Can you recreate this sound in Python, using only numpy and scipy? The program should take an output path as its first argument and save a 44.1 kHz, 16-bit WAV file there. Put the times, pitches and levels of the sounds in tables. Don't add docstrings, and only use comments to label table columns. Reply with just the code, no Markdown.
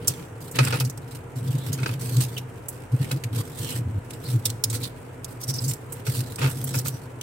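import sys
import numpy as np
from scipy import signal
from scipy.fft import rfft, irfft, next_fast_len
from scipy.io import wavfile
from scipy.ndimage import uniform_filter1d, map_coordinates

SR = 44100
rng = np.random.default_rng(int(sys.argv[2]) if len(sys.argv) > 2 else 0)


def log_audio(samples):
    frames = np.atleast_2d(samples).T
    limited = np.clip(frames, -1, 1)
    pcm = np.round(limited * 32767).astype(np.int16)
    wavfile.write(sys.argv[1], SR, pcm)


N = 318402

# (start [s], length [s], hiss [dB], rasp [dB], rasp centre [Hz], swell [dB])
FROST_STROKES = [(0.01, 0.088, -69, -44.5, 3100, 11), (0.101, 0.023, -34.5, -35.5, 5300, -11),
                 (0.116, 0.12, -71, -47, 3200, -7), (0.41, 0.19, -49.5, -58, 3600, -21),
                 (0.551, 0.25, -41, -32, 2800, -5.5), (0.82, 0.11, -52, -57, 3100, -5),
                 (1.062, 0.099, -50, -53, 4500, 14), (1.357, 0.34, -46.5, -49, 3000, 4),
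                 (1.719, 0.22, -44, -42.5, 3100, 7.5), (2.0, 0.24, -35.5, -39, 4400, 3.5),
                 (2.238, 0.15, -47.5, -50, 3700, -11.5), (2.687, 0.12, -51.5, -61, 3200, -13),
                 (2.925, 0.099, -49.5, -50.5, 2700, -11), (2.999, 0.09, -45, -39.5, 2880, -7),
                 (3.113, 0.031, -39, -42.5, 3380, 1), (3.326, 0.08, -40, -39, 3270, 8),
                 (3.443, 0.15, -45.5, -47.5, 3500, 2), (3.586, 0.19, -35.5, -38.5, 4350, 4),
                 (4.095, 0.11, -49, -50.5, 2900, -8), (4.233, 0.17, -43.5, -46.5, 4200, -0.5),
                 (4.447, 0.058, -40.5, -40, 4500, 1), (4.693, 0.079, -39.5, -42, 4700, 8),
                 (4.778, 0.094, -45, -47, 4100, 4), (5.283, 0.092, -49, -56.5, 2800, -18.5),
                 (5.407, 0.035, -34.5, -50, 5500, 5), (5.478, 0.024, -31, -43, 5400, 0),
                 (5.543, 0.093, -38.5, -46.5, 5000, 5), (5.66, 0.077, -33, -43, 5600, -7),
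                 (5.9, 0.1, -52, -50.5, 3000, 4), (6.057, 0.15, -36, -39.5, 4400, 3),
                 (6.234, 0.32, -47, -47, 4100, -5), (6.387, 0.079, -39.5, -29.5, 2550, 10),
                 (6.482, 0.24, -40.5, -48, 3400, 4.5), (6.743, 0.051, -27.5, -31, 5400, 1.5),
                 (6.854, 0.04, -28, -36.5, 5300, -9), (6.888, 0.17, -54, -54.5, 5600, -2)]
# (time [s], level [dB], decay [s], low edge [Hz], ring [Hz])
CRUST_SNAPS = [(0.073, -20, 0.0062, 5300, 7500), (0.0788, -12.5, 0.006, 4900, 7430),
               (0.512, -36, 0.011, 6030, 14000), (0.556, -29.5, 0.0064, 2580, 7700),
               (0.6485, -24, 0.0049, 3500, 7600), (0.799, -22.5, 0.0096, 2860, 12400),
               (0.848, -31.5, 0.0089, 4300, 4570), (0.897, -32, 0.006, 4570, 6800),
               (0.974, -38, 0.0065, 3730, 8350), (1.728, -26.5, 0.01, 3800, 6700),
               (2.014, -33, 0.0032, 4330, 8310), (2.1676, -26, 0.0033, 3070, 7710),
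               (2.22, -30, 0.008, 3600, 4500), (2.377, -29, 0.0081, 2400, 2830),
               (2.6837, -26.5, 0.0082, 7000, 13200), (3.114, -24, 0.0043, 2280, 8800),
               (3.237, -29, 0.0059, 1580, 8440), (4.1065, -34, 0.0044, 2090, 15000),
               (4.4537, -16, 0.0073, 3430, 8600), (4.5, -26, 0.0041, 3270, 4100),
               (4.6378, -13.5, 0.0052, 3600, 5260), (4.699, -28, 0.0086, 3720, 8050),
               (4.747, -30.5, 0.015, 3480, 8200), (4.832, -30.5, 0.012, 3150, 3670),
               (5.244, -28, 0.0047, 3740, 11200), (5.538, -30, 0.0065, 4200, 5700),
               (5.639, -29, 0.013, 4170, 4700), (5.679, -28, 0.01, 4930, 7700),
               (5.735, -28, 0.0036, 4900, 7670), (5.922, -30.5, 0.01, 6960, 9300),
               (6.358, -30.5, 0.0038, 4150, 8400), (6.641, -23.5, 0.005, 8300, 15600),
               (6.787, -24, 0.0048, 4400, 12200), (7.2119, -29, 0.004, 2630, 3000)]
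# (time [s], level [dB], decay [s])
FROST_CRUNCHES = [(0.5871, -10.5, 0.0069), (0.603, -27, 0.012), (0.67, -25, 0.0086), (0.724, -22, 0.013),
                  (0.746, -29, 0.011), (0.807, -27, 0.0085), (1.785, -37.5, 0.028), (1.8308, -26, 0.0063),
                  (1.8596, -18.5, 0.0047), (1.89, -27.5, 0.006), (3.11, -29.5, 0.013), (6.0655, -31, 0.013),
                  (6.384, -33.5, 0.021), (6.415, -25, 0.02), (6.442, -23, 0.0067), (6.46, -22, 0.0041),
                  (6.743, -27, 0.0094), (6.858, -29, 0.007)]
# (centre [s], level [dB], pitch [Hz], bandwidth [Hz], half length [s])
ICE_SQUEALS = [(1.63, -49.5, 3680, 700, .13), (2.377, -32.5, 3000, 600, .016), (3.696, -40, 3040, 750, .12),
               (4.263, -41, 4330, 550, 0.026), (4.846, -33.5, 4140, 1500, .03),
               (5.438, -36.5, 5700, 900, .018), (5.5, -30, 5500, 1200, 0.027),
               (5.551, -35, 5570, 900, 0.033), (5.59, -29, 5130, 900, 0.012),
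               (5.698, -33, 7400, 900, 0.033), (6.789, -34, 5700, 1100, 0.018),
               (6.95, -50.5, 5820, 400, .06)]
# (centre [s], level [dB], pitch [Hz], nominal length [s])
BOX_SHOVES = [(0.101, -29, 124, 0.027), (0.43, -33, 134, 0.022), (0.618, -13.5, 130.3, 0.038),
              (0.757, -22, 137.2, 0.013), (0.842, -19, 126, 0.053), (1.376, -23, 125.7, 0.024),
              (1.501, -18, 126.9, 0.018), (1.556, -17.5, 137.6, 0.021), (1.705, -20, 126.2, 0.02),
              (1.833, -20, 121.4, 0.027), (2.185, -15.5, 128.3, 0.035), (2.945, -14, 126, 0.022),
              (3.014, -17, 131.8, 0.019), (3.263, -24, 120, 0.024), (3.869, -20.5, 108.5, 0.016),
              (4.357, -18.5, 124, 0.03), (6.093, -17.5, 124.6, 0.02), (6.197, -23, 121, 0.034),
              (6.46, -15.5, 133.8, 0.047), (6.776, -22, 121.6, 0.022)]
# (start [s], length [s], level [dB], pitch [Hz])
BOX_DRAGS = [(0.63, 0.38, -33.5, 126.3), (1.412, 0.57, -30, 128), (2.013, 0.27, -26.5, 122.4),
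             (2.294, 0.18, -34, 128), (3.03, 0.039, -26, 129.5), (3.115, 0.058, -25.5, 133),
             (3.309, 0.1, -27, 115), (3.599, 0.072, -32, 114), (3.749, 0.093, -27, 118),
             (3.858, 0.13, -26, 101.8), (4.28, 0.12, -24, 117.8), (4.414, 0.15, -30.5, 116),
             (4.649, 0.18, -31, 116), (5.482, 0.23, -27.5, 127), (6.477, 0.47, -31, 130.2)]
# (frequency [Hz], level [dB])
HISS_SPECTRUM = [(2500, -15), (5000, -2.5), (6800, -4), (8300, 3), (10000, -4), (12500, -0.5),
                 (16000, -5.5)]
RASP_SPECTRUM = [(400, 8), (1200, 10), (2500, 7), (4500, 4), (6500, -4.5), (9000, 0.5), (16000, -10)]
TICK_SPECTRUM = [(1000, -36), (4000, -2), (9000, -14.5), (16000, -44)]
SNAP_SPECTRUM = [(500, 16.5), (2000, 4.5), (4500, -3), (8500, -1.5), (11000, -4.5), (16000, -5.5)]
CRUNCH_SPECTRUM = [(60, -40), (150, -16), (260, -1.5), (480, 10), (750, -10.5), (1350, -1), (1900, -3.5),
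                   (3100, -7.5), (4500, -5), (8000, -16.5), (16000, -26.5)]
# (centre [Hz], bandwidth [Hz], gain [dB])
TRAY_MODES = [(895, 96, 13.5), (1261, 59, 12), (1406, 42, 11), (1527, 74, 8.5), (2200, 81, 6.5),
              (2550, 190, 14.5)]
BOX_MODES = [(97.6, 14.8, 3), (136.5, 24.8, 3), (183.4, 49, -7.5), (251.5, 24, -6.5), (313.6, 63.5, -12),
             (396, 64, -15.5), (477, 38, -11.5)]
# (frequency [Hz], level [dB])
HUM_LINES = [(47, -60), (124, -44), (256, -58), (466, -61)]
RUMBLE_SPECTRUM = [(25, -52), (45, -12), (69, -19.5), (83, -9), (108, -0.5), (143, -28), (190, -35),
                   (245, -18.5), (440, -11), (556, -15.5), (659, -24.5), (1000, -19), (1400, -71)]
AIR_SPECTRUM = [(350, -53.5), (600, -21.5), (634, -0.5), (779, -6.5), (1050, -8), (1390, -6.5), (1850, -11),
                (2010, -12), (2870, -17.5), (4400, -35.5), (8270, -23), (16000, -44)]
# (frequency [Hz], coherence [0..1])
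STEREO_COHERENCE = [(30, 0.63), (70, 0.93), (160, 1), (300, 0.66), (600, 0.4), (2000, 0.1), (8000, 0.25)]
# (frequency [Hz], right over left [dB])
ICE_BALANCE = [(1000, -0.5), (4000, 3.5), (6000, 0), (8500, 7.5), (12000, 4), (16000, -1.5)]

TOP_HZ, REST_RASP_HZ = 15900, 2450


def scraping(hiss_gain, rasp_gain, centre_hz, hiss_db=-1, rasp_db=-3.5, focus_db=6, focus_oct=0.099):
    fractures = np.array([grains(N, spread_db=-0.5), grains(N, spread_db=6)])
    hz, t, (fine, coarse) = signal.stft(fractures, SR, nperseg=256)
    hz = hz[:, None]
    pitch_hz = np.interp(t, np.arange(N) / SR, centre_hz)
    bump_db = focus_db * np.exp(-(np.log2((hz + 1) / pitch_hz) / focus_oct) ** 2)
    cutoff_hz = 450 * (pitch_hz / REST_RASP_HZ) ** 2.7
    highpass_db = -10 * np.log10(1 + (cutoff_hz / (hz + 1)) ** 2)
    patches = uniform_filter1d(rng.standard_normal(fine.shape[-2:]), size=3, axis=0)
    patch_db = 2.5 * unit(uniform_filter1d(patches, size=14, axis=1))

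    def coloured(cells, colour_db):
        colour = amp(colour_db + patch_db)
        _, sound = signal.istft(cells * colour / np.linalg.norm(colour, axis=0), SR, nperseg=256)
        return unit(sound[:, :N])

    hiss = coloured(fine, along(HISS_SPECTRUM, hz))
    rasp = coloured(coarse, along(RASP_SPECTRUM, hz) + bump_db + highpass_db)
    return stick_slip() * (hiss_gain * amp(hiss_db) * hiss + rasp_gain * amp(rasp_db) * rasp)


def strokes(attack_s=0.024, release_s=0.015, trickle_db=-23.5, trickle_s=0.04):
    t = np.arange(N) / SR
    hiss_power, rasp_power = np.full(N, amp(-61) ** 2), np.full(N, amp(-58) ** 2)
    weighted_hz = rasp_power * REST_RASP_HZ
    for start_s, length_s, hiss_db, rasp_db, hz, swell_db in FROST_STROKES:
        span = slice(max(int((start_s - attack_s) * SR), 0), int((start_s + length_s + 0.5) * SR))
        age_s = t[span] - start_s
        after_s = np.maximum(age_s - length_s, 0)
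        bite = np.clip(age_s / attack_s + 0.5, 0, 1)
        swell = amp(swell_db * (np.clip(age_s / length_s, 0, 1) - 0.5))
        release = np.maximum(np.exp(-after_s / release_s), amp(trickle_db) * np.exp(-after_s / trickle_s))
        power = (bite * swell * release) ** 2
        hiss_power[span] += amp(hiss_db) ** 2 * power
        rasp_power[span] += amp(rasp_db) ** 2 * power
        weighted_hz[span] += amp(rasp_db) ** 2 * power * hz
    resistance = amp(2.5 * wobble(rate_hz=28))
    return resistance * np.sqrt(hiss_power), resistance * np.sqrt(rasp_power), weighted_hz / rasp_power


def stick_slip(rate_hz=200, spread_db=5, decay_s=0.0078, glide=0.45):
    slips = rng.random(N) < rate_hz / SR
    jerks = slips * amp(spread_db * np.clip(rng.standard_normal(N), -2, 1.5))
    power = signal.lfilter([1], [1, -np.exp(-2 / (decay_s * SR))], jerks ** 2)
    return unit(np.sqrt(power / np.mean(power) + glide ** 2))


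def snaps(level_db=5, ring_db=12, overtone_db=8, width_hz=330, body_db=-26):
    track = np.zeros((2, N))
    for time_s, db, decay_s, low_hz, ring_hz in CRUST_SNAPS:
        overtones_hz = low_hz * (TOP_HZ / low_hz) ** rng.random((6, 1))

        def colour(hz):
            highpass = amp(body_db) + 1 / np.sqrt(1 + (low_hz / (hz + 1)) ** 12)
            overtones = peak(hz, overtones_hz, width_hz).max(axis=0)
            modes_db = np.maximum(ring_db * peak(hz, ring_hz, width_hz), overtone_db * overtones)
            return highpass * amp(along(SNAP_SPECTRUM, hz) + modes_db)

        crack = fracture(decay_s, colour, spread_db=-3.5, rise_s=decay_s / 4, crumb_db=-27, crumb_s=0.0098)
        add(track, time_s, amp(db + level_db) * crack)
    return track


def crunches(level_db=1):
    def colour(hz):
        tray_db = sum(db * peak(hz, centre_hz, width_hz) for centre_hz, width_hz, db in TRAY_MODES)
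        return amp(along(CRUNCH_SPECTRUM, hz) + tray_db)

    track = np.zeros((2, N))
    for time_s, db, decay_s in FROST_CRUNCHES:
        crack = fracture(decay_s, colour, spread_db=4, rise_s=0.0013, crumb_db=-16.5, crumb_s=0.019)
        add(track, time_s, amp(db + level_db) * crack)
    return track


def fracture(decay_s, colour, spread_db, rise_s, crumb_db, crumb_s):
    t = np.arange(SR // 8) / SR
    decay = np.exp(-t / decay_s) + amp(crumb_db) * np.exp(-t / crumb_s)
    envelope = (1 - np.exp(-t / rise_s)) * decay
    burst = envelope * filtered(grains(len(t), spread_db), colour)
    return np.sqrt(2) * burst * np.linalg.norm(envelope) / np.linalg.norm(burst)


def grains(count, spread_db, shared=0.29):
    noise = np.clip(rng.standard_normal((2, count)) + shared * rng.standard_normal(count), -2, 2)
    sizes = amp(spread_db * np.clip(rng.standard_normal(count), -2, 1))
    return unit(noise * sizes)


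def crackle(force, level_db=6, rate_hz=100, spread_db=1.5, decay_s=0.00064):
    track, t = np.zeros((2, N)), np.arange(SR // 200) / SR
    for position, chance in rng.uniform(0.001, 0.999, (int(rate_hz * N / SR), 2)):
        tick = rng.standard_normal((2, len(t))) * np.exp(-t / decay_s)
        size_db = spread_db * min(-np.log(chance), np.pi)
        add(track, position * N / SR, force[int(position * N)] * amp(level_db + size_db) * tick)
    return filtered(track, lambda hz: amp(along(TICK_SPECTRUM, hz)))


def squeals():
    track = np.zeros((2, N))
    for centre_s, db, pitch_hz, width_hz, half_s in ICE_SQUEALS:
        swell = signal.windows.hann(int(2 * half_s * SR))
        ring = filtered(grains(len(swell), spread_db=13), lambda hz: peak(hz, pitch_hz, width_hz))
        add(track, centre_s - half_s, amp(db) * swell * unit(ring))
    return track


def booms(level_db=2, octave_db=-21, sag=0.0168):
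    track, force = np.zeros(N), np.zeros(N)
    t = np.arange(-SR // 10, SR // 10) / SR
    for centre_s, db, hz, length_s in BOX_SHOVES:
        offsets_rad = rng.uniform(0, 2 * np.pi, 2)
        progress = t / (0.66 * max(length_s, 0.015))
        swell = amp(db + level_db) * np.exp(-progress ** 2)
        phase = 2 * np.pi * np.cumsum(hz * (1 - sag * np.tanh(progress))) / SR
        tone = np.sin(phase + offsets_rad[0]) + amp(octave_db) * np.sin(2 * phase + offsets_rad[1])
        add(track, centre_s + t[0], swell * tone)
        add(force, centre_s + t[0], swell)
    return track, force


def shudder(level_db=-1, attack_s=0.024, release_s=0.01, uneven_db=4.5, uneven_hz=30):
    swing, force = np.zeros(N, complex), np.zeros(N)
    for start_s, length_s, db, hz in BOX_DRAGS:
        t = np.arange(-attack_s / 2, length_s + 10 * release_s, 1 / SR)
        rise = np.clip(t / attack_s + 0.5, 0, 1)
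        push = amp(db + level_db) * rise * np.exp(-np.maximum(t - length_s, 0) / release_s)
        add(swing, start_s + t[0], push * np.exp(2j * np.pi * hz * t))
        add(force, start_s + t[0], push)
    uneven = np.sqrt(2) * unit(amp(uneven_db * np.tanh(wobble(uneven_hz))))
    drift_rad = wobble(uneven_hz)
    return uneven * np.imag(swing * np.exp(1j * drift_rad)), uneven * force


def thud(force, level_db=-15, low_hz=205, high_hz=310):
    band = lambda hz: hz ** 4 / (hz ** 4 + low_hz ** 4) / (1 + (hz / high_hz) ** 4)
    return amp(level_db) * force * stereo_noise(lambda hz: box(hz) * band(hz))


def rubbing(rasp_gain, level_db=-40, follow=0.46, low_hz=150):
    rasp_db = 20 * np.log10(rasp_gain)
    gain = amp(level_db + follow * (rasp_db - np.mean(rasp_db)))
    return gain * stereo_noise(lambda hz: box(hz) * hz / np.hypot(hz, low_hz))


def box(hz):
    return sum((-1) ** k * amp(db) * 1j * hz * width_hz / (mode_hz ** 2 - hz ** 2 + 1j * hz * width_hz)
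               for k, (mode_hz, width_hz, db) in enumerate(BOX_MODES))


def hollow_ring(level_db=-37, hz=472, t60_s=0.64):
    t = np.arange(N) / SR
    return amp(level_db - 60 * t / t60_s) * np.sin(2 * np.pi * hz * t)


def walls(ice, tail_db=-22, t60_s=0.7):
    t = np.arange(SR // 4) / SR
    echoes = rng.standard_normal((2, len(t))) * amp(-60 * t / t60_s)
    tail = signal.fftconvolve(ice, echoes / np.linalg.norm(echoes[0]), axes=1)[:, :N]
    balance = lambda hz: amp(np.outer([-0.5, 0.5], along(ICE_BALANCE, hz)))
    return filtered(ice + amp(tail_db) * tail, balance)


def compressor(rumble_db=-44, air_db=-50, waver_db=3, drift_rad=0.58):
    hum, t = np.zeros(N), np.arange(N) / SR
    for hz, db in HUM_LINES:
        gain = np.sqrt(2) * amp(db + waver_db * wobble(rate_hz=4.5))
        hum += gain * np.sin(2 * np.pi * hz * t + drift_rad * wobble(rate_hz=10))
    rumble = stereo_noise(lambda hz: amp(along(RUMBLE_SPECTRUM, hz)))
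    air = stereo_noise(lambda hz: amp(along(AIR_SPECTRUM, hz)))
    return hum + amp(rumble_db) * rumble + amp(air_db) * air


def stereo_noise(response):
    def mid_side(hz):
        angle = np.arccos(along(STEREO_COHERENCE, hz)) / 2
        return response(hz) * np.array([np.cos(angle), np.sin(angle)])

    mid, side = filtered(rng.standard_normal((2, N)), mid_side)
    return unit(np.array([mid + side, mid - side]))


def amp(db):
    return 10 ** (np.asarray(db) / 20)


def unit(x):
    return x / np.sqrt(np.mean(x ** 2) + 1e-20)


def along(points, hz):
    knots_hz, values = np.transpose(points)
    return np.interp(np.log(hz + 1), np.log(knots_hz + 1), values)


def peak(hz, centre_hz, width_hz):
    return 1 / (1 + (2 * (hz - centre_hz) / width_hz) ** 2)


def wobble(rate_hz):
    knots = rng.standard_normal(int(N * rate_hz / SR) + 4)
    return map_coordinates(knots, [np.arange(N) * rate_hz / SR])


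def filtered(x, response):
    n = x.shape[-1]
    padded = next_fast_len(n + n // 2)
    return irfft(rfft(x, padded) * response(np.fft.rfftfreq(padded, 1 / SR)), padded)[..., :n]


def add(track, time_s, sound):
    start = int(np.clip(round(time_s * SR), 0, N - 1))
    track[..., start:start + sound.shape[-1]] += sound[..., :N - start]


def scene(shove_share=0.45):
    hiss_gain, rasp_gain, centre_hz = strokes()
    ice = scraping(hiss_gain, rasp_gain, centre_hz) + crackle(hiss_gain) + squeals() + snaps() + crunches()
    boom, shove = booms()
    groan, push = shudder()
    enclosed_ice = walls(ice)
    body = boom + groan + thud(shove_share * shove + push) + hollow_ring() + rubbing(rasp_gain)
    return enclosed_ice + body + compressor()


def record(dry):
    return filtered(dry, lambda hz: hz < TOP_HZ)


dry = scene()
out = record(dry)
log_audio(out)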